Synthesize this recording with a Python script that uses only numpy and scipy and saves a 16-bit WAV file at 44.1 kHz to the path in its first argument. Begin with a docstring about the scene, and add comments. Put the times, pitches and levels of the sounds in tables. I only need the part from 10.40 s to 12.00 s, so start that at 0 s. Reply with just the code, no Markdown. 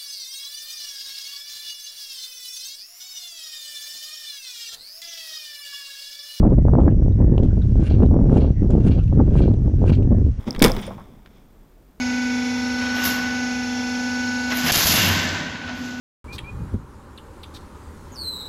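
"""A first soft bump over tyre noise and an idling engine, heard inside a car creeping over a rough lot.
Then the underside strikes the ground hard: the floor pan thuds, the cabin air booms, hard plastic
close to the microphone cracks and ticks, and the blow overloads the microphone.
Loose trim rattles, clunks and jingles as the body settles, and smaller bumps follow."""
import sys
import numpy as np
from scipy import signal
from scipy.fft import rfft, irfft, next_fast_len
from scipy.io import wavfile

SR = 44100
rng = np.random.default_rng(int(sys.argv[2]) if len(sys.argv) > 2 else 0)


def log_audio(samples):
    """Write samples as a 16-bit WAV file to the path given in sys.argv[1]."""
    # one column per channel
    frames = np.atleast_2d(samples).T
    # limit to full scale, then quantise
    limited = np.clip(frames, -1, 1)
    pcm = np.round(limited * 32767).astype(np.int16)
    wavfile.write(sys.argv[1], SR, pcm)


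N = 70560

# steady bed of tyre and cabin noise: f/Hz, relative level/dB
ROAD_SPECTRUM = [(12, -25.5), (20, -4), (38, -0.5), (81, -20), (120, -17.5), (240, -16.5), (2910, -44.5),
                 (14000, -50)]
# tone colour of the loose fittings: f/Hz, relative level/dB
FITTINGS_SPECTRUM = [(200, 13), (550, 3), (1100, 0.5), (1700, -8.5), (2200, -6.5), (2800, -16.5),
                     (3500, -6), (4200, -24.5), (5200, -15), (6500, -22.5), (15500, -26.5)]
# loose things slide after a jolt: peak t/s, level/dB, swell width/s
SLIDES = [(0.081, -41.5, 0.0098), (0.391, -38.5, 0.0066), (0.429, -40.5, 0.0062), (0.457, -42.5, 0.022),
          (0.963, -64, 0.049)]
# small metal pieces touch: t/s, level/dB, brightness/(dB per octave)
JINGLES = [(0.366, -48, 12), (0.393, -52, 4), (0.4144, -41, 2), (0.4383, -56, 5), (0.465, -42.5, -14)]
# ring of those pieces: f/Hz, level/dB, t60/s
METAL_MODES = [(9090, -5.5, 0.04), (9280, -1.5, 0.057), (14500, -2, 0.02), (15400, -6, .05)]
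# loose parts clunk as the body settles: t/s, level/dB, f/Hz
CLUNKS = [(0.075, -31, 619), (0.299, -23, 528), (0.371, -28.5, 376), (0.38, -40, 1010), (0.478, -29.5, 524),
          (0.507, -33.5, 666), (0.58, -36, 820), (0.603, -45.5, 1020), (0.664, -51, 675)]
# the trim snaps: t/s, level/dB
SNAPS = [(0.1486, -30), (0.162, -30.5), (0.2012, -27.5), (0.365, -24.5), (0.86, -41.5), (0.873, -53)]
# tone colour of the scatter after a snap: f/Hz, relative level/dB
TRIM_SPECTRUM = [(400, -3.5), (1200, 2.5), (2300, 3.5), (2900, -5), (3500, 0), (4800, -8.5), (6500, -24.5)]
# a small plastic joint ticks: t/s, level/dB, sharp edge/dB
TICKS = [(0.1075, -14, -20), (0.129, -33, -16), (0.1937, -22.5, -5), (0.208, -29.5, -13.5),
         (0.2419, -2.5, -13.5), (0.3182, -15.5, -14)]
# ring of that joint: f/Hz, level/dB, t60/s
JOINT_MODES = [(4950, -17, .013)]
# hard plastic slams against its seat: t/s, level/dB, treble gain/dB
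CRACKS = [(0.221, -11.5, -11.5), (0.2228, -7.5, 2.5), (0.2281, -10, -3), (0.2411, -10, 2.5),
          (0.2470, -10, 4.5), (0.2525, -16.5, 2), (0.264, -19.5, -8), (0.281, -22, -2.5)]
# tone colour of a crack: f/Hz, relative level/dB
CRACK_SPECTRUM = [(300, -14.5), (1000, -1.5), (2200, 4.5), (2750, -4.5), (3500, 3.5), (4200, -8), (4950, 0),
                  (6000, -9), (8000, -11), (9500, -5), (11000, -10), (13500, -6.5), (16000, -20.5)]
# the plastic panel rings after each crack: f/Hz, level/dB, t60/s
PLASTIC_MODES = [(2237, -11.5, .06), (3468, -15.5, 0.052)]
# the body heaves and presses on the cabin air: t/s, level/dB
HEAVES = [(0.004, -30.5), (0.160, -20), (0.222, -10), (0.289, -18.5), (0.326, -31.5), (0.381, -32)]
# blows on the underside: t/s, level/dB, knock f/Hz
BLOWS = [(0.068, -27, 267.3), (0.0764, -16.5, 225), (0.1, -27, 190), (0.143, -25.5, 200),
         (0.181, -19, 190.5), (0.2168, -3.5, 272.6), (0.2234, -7, 125), (0.2337, -8, 220),
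         (0.2465, -3.5, 450), (0.257, -14, 260), (0.276, -16.5, 124.2), (0.507, -27, 210),
         (0.569, -29.5, 139.7), (0.69, -39, 212), (0.953, -41, 150)]
# dull thud of the floor pan: f/Hz, relative level/dB
THUD_SPECTRUM = [(30, -11.5), (80, -11.5), (140, 0), (250, 2), (470, -5.5), (640, -9.5), (1000, -6.5),
                 (8000, -28)]
# ring of the body panels: f/Hz, level/dB, t60/s
PANEL_MODES = [(117.6, -23, 0.78), (254.5, -13.5, 0.21), (312, -20.5, 0.037), (382, -21.5, .2),
               (491, -14.5, 0.22), (821, -20.5, .22), (1050, -20.5, .2)]

ENGINE_HZ, ENGINE_WAVER, ENGINE_DB, ROAD_DB = 25.8, .4, -60, -49
ROUGH_GROUND_DB, SLOWING_DB_PER_S = -22, 14.5
KNOCK_GAIN_DB, THUD_GAIN_DB, CUTOFF_PER_PITCH = 0.5, -7.5, 2.3


def from_db(db):
    return 10 ** (np.asarray(db) / 20)


def rms_one(x):
    return x / np.sqrt(np.mean(x ** 2) + 1e-20)


def since(s):
    """Seconds gone by since s, zero before."""
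    return np.maximum(np.arange(N) / SR - s, 0)


def envelope(s, attack, t60, hold=0):
    """Linear rise from s, hold, exponential fall; all in seconds."""
    t = since(s)
    return np.minimum(t / attack, 1) * from_db(-60 * np.clip((t - attack - hold) / t60, 0, 4))


def filtered(x, kind, hz):
    """A gentle low-, high- or band-pass."""
    return signal.sosfilt(signal.butter(2, hz, kind, fs=SR, output="sos"), x + 1e-18)


def colour(x, spectrum):
    """Minimum-phase EQ, so nothing rings ahead of a hit; rms 1."""
    size = next_fast_len(2 * N)
    hz, db = np.transpose(spectrum)
    grid = np.maximum(np.fft.rfftfreq(size, 1 / SR), 1)
    gain = from_db(np.interp(np.log(grid), np.log(hz), db))
    cepstrum = irfft(np.log(gain), size)
    cepstrum[1:size // 2] *= 2
    cepstrum[size // 2 + 1:] = 0
    return rms_one(irfft(rfft(x, size) * np.exp(rfft(cepstrum)), size)[:N])


def white():
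    return rng.standard_normal(N)


def grit(per_s, spread_db=3.5):
    """Tiny contacts at random moments, a few much stronger than the rest."""
    contacts = (rng.random(N) < per_s / SR) * rng.choice([-1, 1], N)
    return contacts * from_db(spread_db * np.minimum(rng.exponential(1, N), 4))


def clicks(hits):
    """One click for each (t/s, level/dB)."""
    out = np.zeros(N)
    for s, db in hits:
        out[int(s * SR)] += from_db(db)
    return out


def ring(x, hz, t60):
    """A resonator: a unit click sets off a dying sine of height 1."""
    r = np.exp(-np.log(1000) / (t60 * SR))
    w = 2 * np.pi * hz / SR
    return signal.lfilter([0, np.sin(w)], [1, -2 * r * np.cos(w), r * r], x + 1e-18)


def struck(hits, modes, vary_db=1.5):
    """Each hit rings each mode with its own strength; neighbouring modes swing against each other."""
    out = 0
    for k, (hz, mode_db, t60) in enumerate(modes):
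        strikes = clicks([(s, db + mode_db + vary_db * rng.standard_normal()) for s, db, *_ in hits])
        out += (-1) ** k * ring(strikes, hz, t60)
    return out


def shaking(t60):
    """How hard the body still shakes from all blows so far."""
    return np.sqrt(sum((from_db(db) * envelope(s, attack=.0009, t60=t60)) ** 2 for s, db, _ in BLOWS))


def whine(hz=13720, pulses_per_s=47):
    """The electronics give a faint, thin tone that throbs quickly."""
    turn = 2 * np.pi * since(0)
    return from_db(-73.5) * (1 + np.cos(pulses_per_s * turn)) * np.sin(hz * turn)


def engine_and_tyres():
    """The bed: a wavering engine hum near idle under steady tyre noise."""
    waver = ENGINE_WAVER * rms_one(filtered(white(), "low", hz=7.8))
    hum = (1 + waver) * np.sin(2 * np.pi * (ENGINE_HZ * since(0) + rng.random()))
    return from_db(ENGINE_DB) * hum + from_db(ROAD_DB) * colour(white(), ROAD_SPECTRUM)


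def rumble():
    """Deep noise that dies away with the rocking of the body."""
    return from_db(-38) * shaking(t60=2.6) * rms_one(filtered(white(), "low", hz=110))


def drone(hz=210, resonance_t60=.061):
    """One large panel is kept ringing by the shaking."""
    hum = ring(ring(white(), hz, resonance_t60), hz, resonance_t60 / 2)
    return from_db(-29.5) * shaking(t60=1.25) * rms_one(hum)


def slides():
    """Brief swells of friction on the loose fittings, without bass or top."""
    t = since(0)
    rub = rms_one(filtered(colour(white(), FITTINGS_SPECTRUM), "band", hz=[2000, 7000]))
    return rub * sum(from_db(db) * np.exp(-.5 * ((t - s) / width) ** 2) for s, db, width in SLIDES)


def jingles(pivot_hz=11000):
    """Each touch rings the metal with its own brightness."""
    out = 0
    for s, db, tilt in JINGLES:
        modes = [(hz, level + tilt * np.log2(hz / pivot_hz), t60) for hz, level, t60 in METAL_MODES]
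        out += struck([(s, db)], modes)
    return out


def rattle():
    """Loose fittings chatter in dense tiny contacts, shaken by the rough ground and the blows."""
    ground = from_db(ROUGH_GROUND_DB - SLOWING_DB_PER_S * since(0))
    chatter = colour(grit(per_s=2400), FITTINGS_SPECTRUM)
    return from_db(-21.5) * np.hypot(ground, shaking(t60=.8)) * chatter


def clunks(band_octaves=.9, rough_above_hz=540):
    """Loose parts knock: low ones ring on one note, higher ones as a rough band of close resonances."""
    out = 0
    for s, db, hz in CLUNKS:
        edges = hz * 2 ** (band_octaves * np.array([-.5, .5]))
        band = rms_one(filtered(white(), "band", edges))
        roughness = (hz / rough_above_hz) ** 4
        tone = rms_one(np.sin(2 * np.pi * hz * since(s)) + roughness * band)
        out += from_db(db) * tone * envelope(s, attack=.00049, t60=.11)
    return out


def snaps():
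    """Trim snaps with a dry click, then a few milliseconds of scatter from the dashboard."""
    bursts = sum(from_db(db) * envelope(s, attack=.000088, t60=.025) for s, db in SNAPS)
    scatter = colour(white(), TRIM_SPECTRUM) * bursts
    spike = filtered(clicks(SNAPS), "low", hz=4470)
    return scatter + from_db(14.5) * spike


def ticks(hz=5200, swell_s=.0006):
    """The joint gives a clean pip with a sharp edge, then rings faintly; it is too small for lows."""
    hiss = white()
    out = struck(TICKS, JOINT_MODES)
    for s, db, edge_db in TICKS:
        swell = since(s) / swell_s
        pip = swell * np.exp(.5 * (1 - swell ** 2)) * np.sin(2 * np.pi * hz * since(s))
        edge = from_db(edge_db) * hiss * envelope(s, attack=swell_s / 2, t60=.011)
        out += from_db(db) * (pip + edge)
    return filtered(out, "high", hz=3500)


def cracks(crossover_hz=7000):
    """Plastic slams home in short bright bursts; each rings the panel and leaves a faint crackle."""
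    burst = colour(white(), CRACK_SPECTRUM)
    crackle = colour(grit(per_s=900), CRACK_SPECTRUM)
    dull = filtered(burst, "low", crossover_hz)
    treble = filtered(burst, "high", crossover_hz)
    out = struck(CRACKS, PLASTIC_MODES)
    for s, db, treble_db in CRACKS:
        voiced = dull - from_db(treble_db) * treble  # flipped treble avoids a notch at the crossover
        direct = voiced * envelope(s, attack=.0001, hold=.00023, t60=.011)
        tail = from_db(-24.5) * crackle * envelope(s, attack=.011, t60=.14)
        out += from_db(db) * (direct + tail)
    return out


def cabin_boom():
    """Each heave of the body rings the closed cabin at its lowest note."""
    return filtered(ring(clicks(HEAVES), hz=26.35, t60=.4), "low", hz=122)


def underside():
    """Each blow is a short knock, a dense thud and ringing panels; lower-pitched blows are duller."""
    floor = from_db(THUD_GAIN_DB) * colour(white(), THUD_SPECTRUM)
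    impacts, force = 0, 0
    for s, db, hz in BLOWS:
        cutoff_hz = CUTOFF_PER_PITCH * hz
        knock = envelope(s, attack=.0011, t60=.049) * np.sin(2 * np.pi * hz * since(s))
        thud = filtered(floor * envelope(s, attack=.00078, hold=.0093, t60=.088), "low", cutoff_hz)
        impacts += from_db(db) * (from_db(KNOCK_GAIN_DB) * knock + thud)
        force += filtered(clicks([(s, db)]), "low", cutoff_hz)
    panels = sum(from_db(db) * ring(force, hz, t60) for hz, db, t60 in PANEL_MODES)
    return impacts + panels


def scene():
    """A mono mix of the heavy body, the close plastic, the loose parts and the rolling car."""
    body = underside() + drone() + cabin_boom() + rumble()
    plastic = cracks() + ticks() + snaps()
    loose = rattle() + slides() + clunks() + jingles()
    return (body + plastic + loose + engine_and_tyres() + whine())[None]


def record(dry, ceiling=.72, knee=7, cutoff_hz=15900):
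    """The microphone overloads with flat tops; the highest treble is cut."""
    clipped = dry / (2.5 + np.abs(dry / ceiling) ** knee) ** (1 / knee)
    return signal.fftconvolve(clipped, signal.firwin(255, cutoff_hz, fs=SR)[None], "same")


dry = scene()
out = record(dry)
log_audio(out)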